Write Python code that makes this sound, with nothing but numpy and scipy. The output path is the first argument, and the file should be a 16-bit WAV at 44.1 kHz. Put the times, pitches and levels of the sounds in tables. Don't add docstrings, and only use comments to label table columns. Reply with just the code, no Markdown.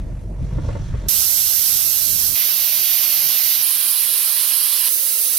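import sys
import numpy as np
from scipy import signal
from scipy.fft import rfft, irfft, next_fast_len
from scipy.io import wavfile
from scipy.ndimage import uniform_filter1d, map_coordinates

SR = 44100
rng = np.random.default_rng(int(sys.argv[2]) if len(sys.argv) > 2 else 0)


def materialize(psi):
    bounded = np.clip(np.atleast_2d(psi).T, -1, 1)
    quanta = np.round(bounded * 32767).astype(np.int16)
    wavfile.write(sys.argv[1], SR, quanta)


def volts(x):
    e = np.asarray(x, float) / 20
    return 10 ** e


N = 237654

CUTS = [
    1.0844,
    2.353,
    3.6212,
    4.888,
]


def unit(x):
    return x / np.sqrt(np.mean(x ** 2) + 1e-20)


def along(points, hz):
    f, v = np.transpose(points)
    return np.interp(np.log(hz + 1), np.log(f + 1), v)


def curves(rows):
    s, *cols = np.transpose(rows)
    return [np.interp(np.arange(N) / SR, s, c) for c in cols]


def wobble(rate):
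    knots = rng.standard_normal(int(N * rate / SR) + 4)
    return map_coordinates(knots, [np.arange(N) * rate / SR])


def filtered(x, response):
    m = next_fast_len(N + SR // 4)
    return irfft(rfft(x, m) * response(np.fft.rfftfreq(m, 1 / SR)), m)[..., :N]


def noise_pair(alike, patchy_db):
    z = signal.stft(rng.standard_normal((2, N)), nperseg=256)[2]
    patches = uniform_filter1d(rng.standard_normal(z.shape[1:]), size=4, axis=0)
    patches = uniform_filter1d(patches, size=20, axis=1)
    pair = signal.istft(z * volts(patchy_db * unit(patches)), nperseg=256)[1][:, :N]

    def mid_side(hz):
        angle = np.arccos(np.clip(along(alike, hz), -1, 1)) / 2
        return np.array([np.cos(angle), np.sin(angle)])

    mid, side = filtered(pair, mid_side)
    return np.array([mid + side, mid - side])


def between(start, end):
    t = np.arange(N) / SR
    return np.clip((t - start) / 0.0013, 0, 1) * np.clip((end - t) / 0.0024, 0, 1)


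def cab():
    # start_s, boom_db, body_db, creak_db, grit_db
    road_levels = [(0.0, -22.5, -43, -50, -50), (0.008, -25.5, -42, -54.5, -60.5),
                   (0.33, -29, -43, -60, -73), (0.436, -21.5, -41, -53, -55.5),
                   (0.486, -25.5, -38, -52.5, -55), (0.628, -18.5, -40, -48, -53.5),
                   (0.676, -22, -34.5, -46.5, -50), (0.866, -24, -42, -52, -53.5),
                   (0.974, -20.5, -49, -51, -50.5), (1.024, -31.5, -40, -49, -51.5),
                   (1.076, -22.5, -37, -50, -54), (1.08, -24, -50, -48, -50)]
    # start_s, pitch_hz, level_db
    firing_curve = [(0.0, 46.35, -27), (0.14, 45.4, -25.5), (0.182, 46.1, -30), (0.212, 46.55, -26),
                    (0.574, 46.93, -27), (0.592, 46.65, -25.5), (0.742, 46.14, -30), (1.08, 46.94, -25)]
    # freq_hz, level_db_per_hz
    boom_colour = [(8.8, -40), (15, -4), (37, -2.5), (54, -1.5), (70, -3.5), (113, -1), (173, -9.5),
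                   (209, -19), (300, -25), (390, -47), (660, -120)]
    body_colour = [(110, -34.5), (180, -1.5), (209, -11.5), (361, -9.5), (402, -13), (646, -11),
                   (801, -24.5), (898, -17.5), (1000, -22), (1300, -57), (2200, -120)]
    creak_colour = [(500, -45), (850, -14), (1110, -7), (1190, -8), (1830, -10.5), (2940, -16), (3200, -26),
                    (4160, -48), (7040, -120)]
    grit_colour = [(1650, -45), (2800, -17.5), (3300, -5), (3800, -8.5), (4200, -8), (4900, -12.5),
                   (5800, -7), (6600, -11.5), (7400, -15), (10000, -24), (13000, -40), (15500, -60)]
    draught_colour = [(1000, -10.5), (2500, -5), (6000, -1), (10500, -5), (13000, -9), (15500, -32)]
    # freq_hz, left_right_likeness (0-1)
    cab_alike = [(40, 0.98), (120, .9), (250, 1), (690, 0.51), (1030, 0.42), (3100, 0.64), (3790, 0.97),
                 (5860, 0.52), (6550, .05), (11020, 1), (11710, .35), (14130, .1)]
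    # freq_hz, left_minus_right_db
    cab_lean = [(60, 0), (130, -1.5), (290, -6), (640, -3.5), (1410, -1.5), (3100, 1.5), (6820, -1),
                (15000, 1)]

    boom_db, body_db, creak_db, grit_db = curves(road_levels)
    pitch_hz, firing_db = curves(firing_curve)
    phase = 2 * np.pi * np.cumsum(pitch_hz * (1 + 0.031 * wobble(14.4))) / SR
    firing = volts(firing_db + 1.5 + 1.2 * wobble(12)) * np.sin(phase)
    once_a_cycle = 1 + 0.17 * np.cos(phase)
    out = firing + jolts()
    layers = [
        (boom_db - 2, boom_colour, 0.8),
        (body_db - 1.5, body_colour, 0.8),
        (creak_db, creak_colour, 1.5),
        (grit_db - 1, grit_colour, 1.2),
        (-62, draught_colour, 0.5),
    ]
    for level_db, colour, lumps_db in layers:
        layer = filtered(noise_pair(cab_alike, patchy_db=1.5), lambda f: volts(along(colour, f)))
        out = out + volts(level_db) * unit(layer * once_a_cycle * volts(lumps_db * wobble(25.5)))
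    return filtered(out, lambda f: volts(np.outer([0.5, -0.5], along(cab_lean, f))))


def jolts():
    # start_s, peak_db, thump_db, most_shaken_hz, tick_db, t60_s
    bumps = [
        (.114, -39, -4, 1900, -9, .03),
        (.391, -34, 6, 400, -24, .05),
        (.524, -39, 4, 500, -20, .05),
        (.54, -39, 2, 700, -8, .03),
        (.582, -17, 1, 300, -40, .05),
        (.645, -30, 2, 700, -20, .04),
        (.686, -20, -3, 480, -31, .065),
        (.751, -23.5, -14, 560, -21, .08),
        (.937, -26, -5, 400, -27, .08),
        (1.049, -35, 2, 600, -24, .05),
    ]
    # freq_hz, level_db
    trim_modes = [(240, -2), (310, 0), (410, -4), (500, -1), (560, 0), (680, -5), (910, -2), (1110, -2),
                  (1410, -4), (1770, -6), (2060, -6)]

    knock, tick = np.zeros((2, N)), np.zeros(N)
    t = np.arange(SR // 5) / SR
    for s, peak_db, thump_db, shaken_hz, tick_db, t60 in bumps:
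        at = slice(round(s * SR), round(s * SR) + len(t))
        fade = volts(peak_db - 60 * t / max(t60, 0.01)) * (1 - np.exp(-t / 0.004))
        knock[:, at] += fade * volts(thump_db) * np.sin(2 * np.pi * 165 * t)
        for hz, mode_db in trim_modes:
            reach_db = mode_db - 7 * abs(np.log2(hz / shaken_hz)) + rng.normal(0, 1.5, size=(2, 1))
            turns = hz * t + 0.11 * rng.standard_normal((2, 1))
            knock[:, at] += fade * volts(reach_db) * np.sin(2 * np.pi * turns)
        tick[at] += fade * volts(tick_db - 4) * rng.standard_normal(len(t))
    bright = lambda f: (1j * f * 4000 / (4500 ** 2 - f * f + 1j * f * 4000)) ** 2
    return knock + filtered(tick, bright)


def valve(wheel):
    # start_s, jet_db, body_db
    flow = [
        [(1.11, -18.5, -8.5), (1.132, -18.5, -9), (2.272, -20, -9.5), (2.32, -20.5, -10)],
        [(2.38, -19, -8.5), (3.524, -18.5, -9), (3.59, -20, -7.5)],
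        [(3.65, -18, -9.5), (3.834, -18.5, -9), (4.818, -19, -8), (4.86, -17.5, -8.5)],
        [(4.92, -18, -13), (5.016, -19.5, -11), (5.37, -18.5, -11)],
    ]
    # freq_hz, level_db_per_hz
    jet_colour = [([(340, -29.5), (1890, -23.1), (4130, -14.0), (5000, -15.5), (7750, -25.5), (8100, -38),
                  (9470, -10.5), (9990, -27), (10850, -20.3), (12750, -10), (13090, -10), (15680, -17.5)],
                  [(340, -27.5), (1380, -27), (2240, -27), (5170, -8.2), (5860, -3.5), (7060, -10.5),
                  (8270, -8.5), (10510, -5), (11710, 3), (12400, 2.7), (14130, -2), (15680, -17)]),
                  ([(340, -33.5), (690, -19.5), (1030, -24.5), (2760, -12), (3790, -13), (4650, -9.5),
                  (7410, -28), (8270, -27), (8790, -21.3), (9300, -22), (10160, -15.5), (15680, -13)],
                  [(340, -29.5), (1380, -26.5), (3960, -10), (5510, -7.5), (6030, -5), (6890, -14),
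                  (7750, -15.5), (9300, -10.5), (13090, 4.5), (14130, -2.6), (15330, -8), (15680, -23)]),
                  ([(340, -31.5), (3620, -13.5), (4650, -14), (8100, -32), (8440, -25.6), (9300, -20),
                  (9990, -28), (11200, -14), (12230, -9), (12580, -30), (13440, -11), (15680, -13)],
                  [(340, -31), (860, -30), (1210, -23), (1890, -28), (4130, -10.5), (5170, -10),
                  (7580, -17.5), (8440, -7), (11020, 1.65), (11890, 2.6), (12920, -2), (15680, -13)]),
                  ([(340, -26.5), (1030, -30.5), (1890, -24.5), (4310, -18.5), (4650, -19), (7920, -31),
                  (8270, -22), (9130, -23), (10680, -7), (11370, -25), (12580, -8.5), (15680, -15)],
                  [(340, -31), (1030, -32.5), (1550, -27), (2070, -30.5), (5170, -13), (5680, -15),
                  (6030, -9), (7240, -19), (7580, -12.5), (9990, -3.5), (14130, -1.5), (15680, -8)])]
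    # delay_ms, gain
    near_echoes = [([(0.63, -0.076), (0.81, -0.07), (1.23, 0.079), (1.28, -0.035), (1.34, 0.08),
                   (1.99, 0.071), (2.06, -0.063)], [(0.63, 0.059), (0.76, 0.07), (0.87, 0.0039),
                   (0.98, 0.0063), (1.42, 0.092), (1.53, 0.075), (1.59, -0.033)]), ([(0.53, 0.021),
                   (0.62, -0.018), (1.19, -0.088), (1.78, -0.0042), (1.85, 0.047), (1.99, 0.074),
                   (2.27, -0.081)], [(0.56, -0.016), (0.71, 0.048), (1.35, 0.063), (1.56, 0.043),
                   (1.67, 0.04), (2.02, -0.051), (2.2, -0.057)]), ([(0.5, -0.12), (0.72, 0.077),
                   (0.8, -0.053), (1.0, 0.079), (1.4, -0.06), (1.52, -0.068), (2.05, 0.087)],
                   [(0.86, -0.053), (1.35, -0.086), (1.42, -0.031), (1.84, -0.017), (1.98, -0.04),
                   (2.29, -0.098), (3.08, -0.073)]), ([(1.03, 0.095), (1.13, -0.06), (1.23, -0.082),
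                   (1.45, 0.073), (1.58, 0.068), (1.74, 0.065), (2.24, 0.092)], [(0.55, -0.051),
                   (0.64, -0.059), (0.88, -0.079), (0.96, -0.03), (1.17, -0.06), (1.25, -0.037),
                   (2.72, -0.11)])]
    # freq_hz, left_right_likeness (0-1)
    jet_alike = [
        [(340, 0.27), (2410, 0.23), (2760, 1), (3100, 0.97), (3790, 0.48), (4130, 0.65), (7920, 0.23),
         (8270, 0.22), (13090, 0.46), (14470, 0.11), (14810, 0.2), (15500, 0.28)],
        [(340, 0.39), (690, 0.72), (1380, 0.56), (1720, 0.058), (3100, 0.99), (3790, 1), (4480, 0.65),
         (4820, 0.49), (7240, 0.11), (12060, 0.29), (15160, 0.06), (15500, 0.25)],
        [(340, 0.5), (690, 0.56), (1030, 0.85), (1380, 0.41), (1720, 0.3), (2760, 0.96), (3100, 0.86),
         (4130, 0.55), (7580, 0.034), (10340, 0.35), (10680, 0.75), (15500, 0.47)],
        [(340, 0.57), (1030, 0.43), (1380, 0.66), (1720, 0.32), (6200, 0.75), (7240, 0.19), (7580, 0.08),
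         (11020, 0.9), (11370, 0.5), (11710, 0.24), (14810, 0.18), (15500, 0.34)],
    ]
    # freq_hz, phase_rad
    port_lag = [
        [(340, -0.8), (3450, -0.4), (5510, -1.5), (6890, -4.5), (8610, 2), (8960, -6), (12060, -10),
         (13090, -10.5), (14130, -15.5), (15500, -9)],
        [(340, 0.4), (4130, -0.87), (5510, -0.6), (6200, -0.3), (6890, -2.5), (9990, -16.5), (10340, -10.65),
         (11370, -12), (12750, -10.5), (15500, -12.5)],
        [(340, 0.02), (9300, -0.45), (11370, 1), (11710, 0.77), (12060, 0.17), (13780, -1.1), (14470, -1.3),
         (14810, -2.2), (15160, -1.7), (15500, -1.2)],
        [(340, 0.4), (4820, -0.6), (5510, -2.2), (5860, 1), (6200, -5.5), (7240, -7), (7580, -7.5),
         (14470, -17), (14810, -33), (15500, -19.5)],
    ]

    jet_db, body_db = curves(flow[wheel])
    colour, echoes = jet_colour[wheel], near_echoes[wheel]

    def ports(hz):
        left = port(colour[0], echoes[0], hz)
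        right = port(colour[1], echoes[1], hz) * np.exp(1j * along(port_lag[wheel], hz))
        return np.array([left, right])

    air = filtered(noise_pair(jet_alike[wheel], patchy_db=0.6), ports)
    body = filtered(air, lambda hz: 1 / (1 + (hz / 7500) ** 8))
    jet = air - body
    unsteady = volts(0.13 * wobble(7) + 0.27 * wobble(30))
    hiss = body * volts(body_db - body_db.mean()) + jet
    return volts(jet_db) * unsteady * hiss / jet.mean(axis=0).std()


def port(colour, echoes, hz):
    late = np.c_[rng.uniform(2.5, 9, size=14), 0.03 * rng.standard_normal(size=14)]
    comb = sum(gain * np.exp(-2j * np.pi * hz * ms / 1000) for ms, gain in [*echoes, *late])
    low_cut_db = 20 * np.log2(np.maximum(340 / (hz + 1), 1))
    return volts(along(colour, hz) - low_cut_db) * np.exp(comb)


def wind(shot):
    # start_s, buffet_db, left_minus_right_db
    gusts = [
        [(1.09, -42, -3), (1.116, -48.5, 10), (1.186, -47.5, 15.5), (1.24, -46, 5), (1.302, -46, 1.0),
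         (1.652, -52.5, 14), (1.766, -46, 13.5), (1.958, -49.5, 4.5), (2.022, -48, 10.5), (2.154, -39.5, 6),
         (2.302, -42.5, -9), (2.345, -39.5, -4.5)],
        [(2.36, -54, 3), (2.404, -63, 5), (2.44, -53, 3), (2.722, -60, 7), (2.802, -54.5, -1.5), (2.95, -59, 5),
         (2.984, -64.5, -0.5), (3.068, -52, 0.5), (3.128, -61, 7), (3.176, -53.5, 2), (3.602, -60, 4.5),
         (3.615, -59, 6)],
        [(3.63, -59, 2.5), (3.712, -73, 2), (3.772, -51.5, -11), (3.844, -72.5, 6.5), (3.878, -56.5, 3.5),
         (3.982, -75, 2), (4.016, -56, 1), (4.104, -64.5, 3), (4.246, -57, -2.0), (4.324, -62, 0),
         (4.618, -62.5, -2.0), (4.818, -62, 7), (4.97, -67, -2), (5.074, -63, -2), (5.26, -66.5, 3),
         (5.389, -60, -2)],
    ]
    # freq_hz, level_db_per_hz
    buffet_colour = [
        [(8.8, -44), (15, -11), (43, 0.5), (101, 3), (159, -3), (320, -20.5), (390, -27), (450, -25),
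         (580, -42), (990, -120)],
        [(8.8, -47), (15, -13.5), (48, -7), (70, -3), (123, -3), (153, -2), (231, -9.5), (289, -9), (364, -30),
         (450, -12.5), (580, -35.5), (990, -120)],
        [(8.8, -49), (15, -19), (27, -4), (97, 4.5), (281, -4.5), (339, -17.5), (419, -60), (450, -14),
         (580, -17), (990, -120)],
    ]
    # freq_hz, level_db_per_hz
    flap_colour = [(60, -26), (150, -3), (300, -0.5), (450, -12), (700, -16), (1200, -90)]

    level_db, pan_db = curves(gusts[shot])
    port_db = level_db + np.outer([0.5, -0.5], pan_db)
    lumps = volts(1.1 * np.array([wobble(25), wobble(25)]))

    def turbulence(colour):
        noise = noise_pair([(30, 0.17)], patchy_db=0.55)
        return unit(lumps * filtered(noise, lambda f: volts(along(colour, f))))

    buffet = turbulence(buffet_colour[shot]) * volts(port_db + 3.5)
    flap = turbulence(flap_colour) * volts(-43.5 + 2.2 * (port_db + 39))
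    return buffet + flap


def far_engines():
    # wheel (0-3), pitch_hz, width_hz, level_db
    hums = [
        (0, 605, 60, -56.5),
        (1, 79, 5.8, -61),
        (1, 154.2, 7.8, -57.5),
        (1, 651, 60, -56.5),
        (3, 500, 12, -57.5),
    ]

    edits = [*CUTS, 9]
    out = 0
    for wheel, hz, width, level_db in hums:
        noise = noise_pair([(30, 0.93)], patchy_db=0)
        hum = unit(filtered(noise, lambda f: 1 / (1 + ((f - hz) / width) ** 2)))
        k = round(wheel)
        out = out + volts(level_db) * hum * between(edits[k], edits[k + 1])
    return out


def scene():
    ends = [*CUTS[1:], 9]
    out = cab() * between(-1, CUTS[0]) + far_engines()
    for wheel in range(4):
        out += valve(wheel) * between(CUTS[wheel], ends[wheel])
    for shot, end in enumerate([CUTS[1], CUTS[2], 9]):
        out += wind(shot) * between(CUTS[shot], end)
    return out


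def camera_masking(x):
    # freq_hz, step_db re masking level
    coarseness = [(150, -4), (700, -3), (1500, -1), (2300, 1), (3500, 3), (5000, 1), (7500, 0), (10000, -2),
                  (12500, -4), (15500, 1)]
    hop, offset, top_bin = 1024, 632, 736

    n, k = np.arange(2 * hop)[:, None] + 0.5, np.arange(top_bin) + 0.5
    window = np.sin(np.pi * n / (2 * hop))
    basis = np.sqrt(2 / hop) * window * np.cos(np.pi / hop * (n + hop / 2) * k)
    padded = np.pad(x, ((0, 0), (2 * hop - offset, 3 * hop)))
    at = hop * np.arange(N // hop + 3)[:, None] + np.arange(2 * hop)
    hz, band = k * SR / (2 * hop), np.arange(top_bin) // 8

    def band_db(z):
        power = (z ** 2).reshape(*z.shape[:2], -1, 8).mean(axis=-1)
        return 10 * np.log10(power + 1e-12)[..., band]

    def turned(z):
        return np.array([z[0] + z[1], z[0] - z[1]]) / np.sqrt(2)

    ports = padded[:, at] @ basis
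    sum_db, difference_db = band_db(turned(ports))
    joint = uniform_filter1d(sum_db - difference_db, size=32) > 4
    lines = np.where(joint, turned(ports), ports)
    own_db = np.where(joint, band_db(lines)[0] - 1, band_db(lines))

    treble_db = 10 * np.log10(np.mean(ports[..., hz > 2500] ** 2, axis=(0, 2)) + 1e-12)
    attack = treble_db - np.roll(treble_db, 2) > 20
    frame_power = np.mean(ports ** 2, axis=(0, 2)) + 1e-12
    unheard_db = -56.5 + 5 * np.log10(frame_power)[:, None] - 30 * attack[:, None]
    own = 0.45 + 0.5 / (1 + (hz / 1800) ** 4)
    masking_db = own * own_db + (1 - own) * (treble_db - 60 * attack)[:, None]
    chance = rng.standard_normal((3, len(at), top_bin // 8))
    scatter_db = (3 * unit(uniform_filter1d(chance[2], size=5, axis=0)) + 2 * chance[:2])[..., band]
    step = volts(np.maximum(along(coarseness, hz) + masking_db, unheard_db) + scatter_db)

    whole = np.floor((np.abs(lines) / step) ** 0.75 + 0.4054)
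    lines = np.sign(lines) * step * whole ** (4 / 3)
    lines[:, attack] *= np.clip((hz[-1] - hz) / 900, 0, 1)
    frames = np.where(joint, turned(lines), lines) @ basis.T
    out = np.array([np.bincount(at.ravel(), f.ravel()) for f in frames])
    return out[:, 2 * hop - offset:][:, :N]


def low_pass(x):
    return signal.sosfilt(signal.butter(12, 16750, fs=SR, output="sos"), x)


def record(dry):
    limited = dry / (1 + np.abs(dry / 1.1) ** 4) ** 0.25
    mix = camera_masking(limited)
    return low_pass(mix)


dry = scene()
out = record(dry)
materialize(out)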